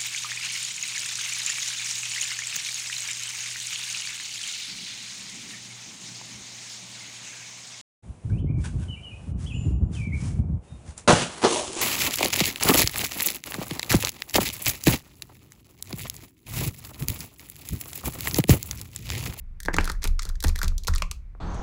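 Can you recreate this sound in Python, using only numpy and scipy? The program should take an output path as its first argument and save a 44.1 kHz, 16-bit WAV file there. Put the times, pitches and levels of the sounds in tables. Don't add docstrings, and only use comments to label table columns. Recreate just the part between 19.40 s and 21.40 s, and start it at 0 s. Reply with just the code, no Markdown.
import sys
import numpy as np
from scipy import signal
from scipy.fft import rfft, irfft, next_fast_len
from scipy.io import wavfile

SR = 44100
rng = np.random.default_rng(int(sys.argv[2]) if len(sys.argv) > 2 else 0)


def materialize(psi):
    bounded = np.clip(np.atleast_2d(psi).T, -1, 1)
    quanta = np.round(bounded * 32767).astype(np.int16)
    wavfile.write(sys.argv[1], SR, quanta)


N = 88200

# (frequency [Hz], density [dB per Hz])
HUM_SPECTRUM = [(65, -35.5), (110, 14.5), (620, -25.5), (960, -20.5), (1910, -19.5), (2300, -16.5),
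                (3280, -39.5), (16000, -56)]
HUM_DB = -59

# (time [s], slow mode [dB], middle mode [dB], upper mode [dB])
PULLS = [(0.253, -20, -35, -37), (.335, -48, -29, -28), (0.371, -13, -17.5, -29), (0.499, -16, -35.5, -42),
         (0.652, -12.5, -21, -37), (0.851, -16, -30, -50), (1.047, -8.5, -10.5, -29),
         (1.236, -11.5, -18.5, -32), (1.263, -25, -27, -40), (1.483, -11.5, -13.5, -33),
         (1.616, -27.5, -31, -42)]
# (frequency [Hz], T60 [s], rise [s])
TABLE_MODES = [(27.68, 0.6, 0.022), (71.06, .35, 0.02), (172.46, 0.32, 0.00063)]
PITCH_EXCESS = [.05, .2, 0.0068]
SETTLE_S = 0.03
# (frequency [Hz], width [Hz], level [dB])
TREMBLE_MODES = [(27, 8.3, -0.5), (60.4, 22.18, -8.5), (88.2, 17.4, -16.5), (173.9, 24, -29.5)]
REST_DB, STIRRED_DB = -39, -14.5
KNOCK_HZ, KNOCK_T60_S, KNOCK_DB = 279, 0.066, -7.5

# (time [s], tub boom [dB], flap ring [dB], flap pitch [Hz], foil crack [dB],
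# foil fizz [dB])
SNAPS = [(0.203, -69, -42, 1740, -38, -39), (0.2322, -69, -50.5, 1790, -40.5, -41),
         (0.2512, -67, -42, 1870, -40.5, -43), (0.2588, -45.5, -41.5, 1790, -35.5, -41),
         (0.2838, -20, -20.5, 1670, -48.5, -54), (0.3392, -45, -32, 1790, -57, -38.5),
         (0.3422, -28.5, -27.5, 2030, -29, -51), (0.3654, -35, -30, 1340, -29, -33.5),
         (0.3842, -19, -19, 1600, -46, -50), (0.3851, -27, -20.5, 2495, -34, -44),
         (0.4363, -38, -50, 1170, -48, -56), (0.4436, -42, -44, 1990, -34, -35.5),
         (0.4544, -41.5, -39, 1580, -35, -35.5), (0.4757, -38, -29, 1370, -36, -42),
         (0.4923, -60, -41, 1710, -43, -47), (0.4968, -41, -33.5, 1880, -38, -70),
         (0.502, -53, -33.5, 1230, -50, -56), (0.5176, -48, -51, 1210, -36.5, -37),
         (0.5505, -61, -49, 1740, -66, -88), (0.6228, -54, -54, 2040, -41.5, -51),
         (0.6311, -78, -42, 2160, -35, -44), (0.6411, -38.5, -36.5, 2440, -26, -27.5),
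         (0.653, -36.5, -53, 1370, -36, -44), (0.6745, -47.5, -42.5, 2230, -33.5, -34),
         (0.7934, -63, -32.5, 1296, -30.5, -76), (0.793, -60, -37.5, 2040, -32, -44.5),
         (0.8214, -71, -47, 1850, -36, -43), (0.8306, -72, -50, 1880, -36, -39),
         (0.8525, -45, -49, 1510, -35, -39.5), (0.8903, -61.5, -59, 1720, -38.5, -40.5),
         (0.955, -73, -52.5, 1720, -48.5, -58), (1.0043, -100, -51.5, 1960, -35.5, -40.5),
         (1.0265, -49, -42.5, 1610, -35.5, -35), (1.0397, -36.5, -42.5, 1330, -25.5, -27),
         (1.0433, -28.5, -35.5, 334, -40.5, -50.5), (1.0709, -41.5, -59, 2390, -36, -38.5),
         (1.0823, -40, -45.5, 1930, -29, -36), (1.0913, -48.5, -43, 1150, -35.5, -36),
         (1.159, -47, -34, 1810, -34, -37), (1.1799, -60, -52, 2020, -44, -46.5),
         (1.1892, -63, -42, 1280, -33.5, -36), (1.2158, -53.5, -25, 1485, -33, -39.5),
         (1.2309, -35.5, -33.5, 1930, -27, -29), (1.2438, -45.5, -43, 1204, -33, -40.5),
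         (1.2803, -50, -43.5, 2400, -31, -36), (1.3187, -55.5, -50, 1200, -75.5, -69),
         (1.3806, -60, -74.5, 2430, -32.5, -38.5), (1.436, -72, -75.5, 2370, -41, -49),
         (1.4477, -55, -50, 2320, -46, -49), (1.4712, -43.5, -41, 2530, -29, -38),
         (1.476, -41.5, -54, 1130, -29, -30.5), (1.481, -32.5, -29.5, 1180, -28.5, -32.5),
         (1.5377, -50, -35, 1890, -35.5, -64), (1.5509, -63, -42, 1200, -40, -37.5),
         (1.5594, -59, -38, 1240, -29.5, -53.5), (1.5814, -74, -41, 2360, -35.5, -37),
         (1.6209, -61, -25.5, 1085, -34.5, -39.5), (1.6215, -58.5, -37, 591, -48, -58),
         (1.6216, -51, -27, 2440, -31, -63), (1.713, -52.5, -38, 2550, -30, -35.5),
         (1.7152, -58.5, -42, 1187, -56.5, -41), (1.9495, -50.5, -54, 1315, -86, -88.5)]
# (frequency [Hz], width [Hz], level [dB])
TUB_BOOM = [(300, 220, 2), (580, 350, -1), (950, 450, -1)]
# (frequency [Hz], width [Hz], level [dB])
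FOIL_CRACK = [(3433, 433, -2.1), (4090, 750, 0.5), (6700, 2730, -0.33)]
# (frequency [Hz], width [Hz], level [dB])
FOIL_FIZZ = [(8300, 11000, 4.9), (12600, 11000, -4.5)]
FLAP_Q = 5.9
SNAP_T60_S = [0.0047, 0.015, 0.019, 0.016]
SPIKE = [40, 22, 7, 6]
ROOM_DB = [-8, -14.5, -17.5, -18.5]
ROOM_T60_S = [0.13, 0.2, 0.19, 0.17]
ROOM_RISE_S = 0.0015
ECHO_S, ECHO_DB = 0.0043, -17
ONSET = SR // 250

# (time [s], length [s], relative level [dB])
TEARS = [(.331, .007, -35.5), (0.39, 0.12, -43.5), (0.618, .014, -44), (0.642, .014, -29),
         (0.81, 0.091, -50.5), (1.04, .008, -27), (1.049, 0.055, -49), (1.152, 0.047, -54),
         (1.221, 0.038, -41.5), (1.478, .011, -28.5), (1.531, 0.075, -50)]
TEAR_PARTS_DB = [-8, 0.5, -1.5, -9.5]
TEAR_RATE_HZ, TEAR_SPREAD_DB = 2500, 4.5
TEAR_FLAP_HZ, TEAR_SHORTEN = 1600, 6.2

FADE_S, TOP_HZ = 0.008, 16300


def amp(db):
    return 10 ** (np.asarray(db) / 20)


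def unit(x):
    return x / np.sqrt(np.mean(x ** 2, axis=-1, keepdims=True) + 1e-20)


def filtered(x, response):
    m = next_fast_len(x.shape[-1] + SR // 2)
    spectrum = rfft(x, m) * response(np.fft.rfftfreq(m, 1 / SR))
    return irfft(spectrum, m)[..., :x.shape[-1]]


def modes(rows):
    def response(f):
        total = 0
        for k, (hz, width, db) in enumerate(rows):
            resonance = 1j * f * width / (hz * hz - f * f + 1j * f * width)
            total = total + (-1) ** k * amp(db) * resonance
        return total
    return response


def steep(rows):
    low_hz, high_hz = 0.86 * rows[0][0], 1.185 * rows[-1][0]

    def response(f):
        highpass = f * f / (low_hz ** 2 - f * f + 1.1j * f * low_hz)
        lowpass = high_hz ** 2 / (high_hz ** 2 - f * f + 1.1j * f * high_hz)
        return modes(rows)(f) * (highpass * lowpass) ** 2
    return response


def hum():
    hz, db = np.transpose(HUM_SPECTRUM)

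    def response(f):
        return amp(np.interp(np.log(f + 1), np.log(hz), db)) * (f > hz[0])
    return amp(HUM_DB) * unit(filtered(rng.standard_normal(N), response))


def table():
    t = np.arange(N) / SR
    out, tremble_level = np.zeros(N), np.full(N, amp(REST_DB))
    for start, *levels_db in PULLS:
        u = np.maximum(t - start, 0)
        lead = SETTLE_S * (1 - np.exp(-u / SETTLE_S))
        knock_level = amp(levels_db[-1] + KNOCK_DB - 60 * u / KNOCK_T60_S)
        out += knock_level * np.sin(2 * np.pi * KNOCK_HZ * (u + PITCH_EXCESS[1] * lead))
        swells = []
        for (hz, t60, rise), db, excess in zip(TABLE_MODES, levels_db, PITCH_EXCESS):
            swell = amp(db - 60 * u / t60) * (1 - np.exp(-u / rise))
            out += swell * np.sin(2 * np.pi * hz * (u + excess * lead))
            swells.append(swell)
        tremble_level += amp(STIRRED_DB) * swells[0]
    tremble = unit(filtered(rng.standard_normal(N), modes(TREMBLE_MODES)))
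    return out + tremble_level * tremble


def bodies(flap_hz):
    return [TUB_BOOM, [(flap_hz, flap_hz / FLAP_Q, 0)], FOIL_CRACK, FOIL_FIZZ]


def snaps(flap_hz, shorten):
    t = np.arange(SR // 4) / SR
    noise = rng.standard_normal((len(flap_hz), 2, len(t)))
    jolt, air = np.moveaxis(noise, 1, 0)
    parts = []
    settings = zip(bodies(flap_hz[:, None]), SPIKE, SNAP_T60_S, ROOM_DB, ROOM_T60_S)
    for body, spike, t60, room_db, room_t60 in settings:
        decay = amp(-60 * t * shorten / t60)
        direct = filtered((jolt + spike * (t == 0)) * decay, steep(body))
        direct = direct / np.sqrt(np.mean(direct[:, :ONSET] ** 2, axis=1, keepdims=True))
        echo = np.pad(direct, ((0, 0), (round(ECHO_S * SR), 0)))[:, :len(t)]
        tail_level = amp(room_db - 60 * t / room_t60) * (1 - np.exp(-t / ROOM_RISE_S))
        tail = unit(filtered(air, steep(body))) * tail_level
        parts.append(direct + amp(ECHO_DB) * echo + tail)
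    return np.array(parts)


def seal():
    start_s, boom, ring, flap_hz, crack, fizz = np.transpose(SNAPS)
    strengths = amp([boom, ring, crack, fizz])[..., None]
    sounds = np.sum(strengths * snaps(flap_hz, 1), axis=0)
    out = np.zeros(N + SR)
    for start, sound in zip(start_s, sounds):
        out[round(start * SR):][:len(sound)] += sound
    return out[:N]


def tearing():
    t = np.arange(N) / SR
    level = sum(amp(db) * (t >= start) * (t < start + length) for start, length, db in TEARS)
    hits = rng.random(N) < TEAR_RATE_HZ / SR
    sizes = amp(TEAR_SPREAD_DB * rng.exponential(size=N))
    grains = level * unit(hits * sizes * rng.choice([-1, 1], N))
    flap_hz = TEAR_FLAP_HZ * np.exp(0.42 * np.linspace(-1, 1, num=4))
    shapes = np.tensordot(amp(TEAR_PARTS_DB), snaps(flap_hz, TEAR_SHORTEN), axes=1)
    chosen = rng.integers(len(shapes), size=N) == np.arange(len(shapes))[:, None]
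    torn = signal.fftconvolve(grains * chosen, shapes / np.sqrt(ONSET), axes=1)
    return torn.sum(axis=0)[:N]


def scene():
    return (hum() + table() + seal() + tearing())[None]


def record(dry):
    t = np.arange(N) / SR
    fade = np.minimum(1, np.minimum(t, t[::-1]) / FADE_S)
    return filtered(dry * fade, lambda hz: 1 / (1 + (hz / TOP_HZ) ** 80))


dry = scene()
out = record(dry)
materialize(out)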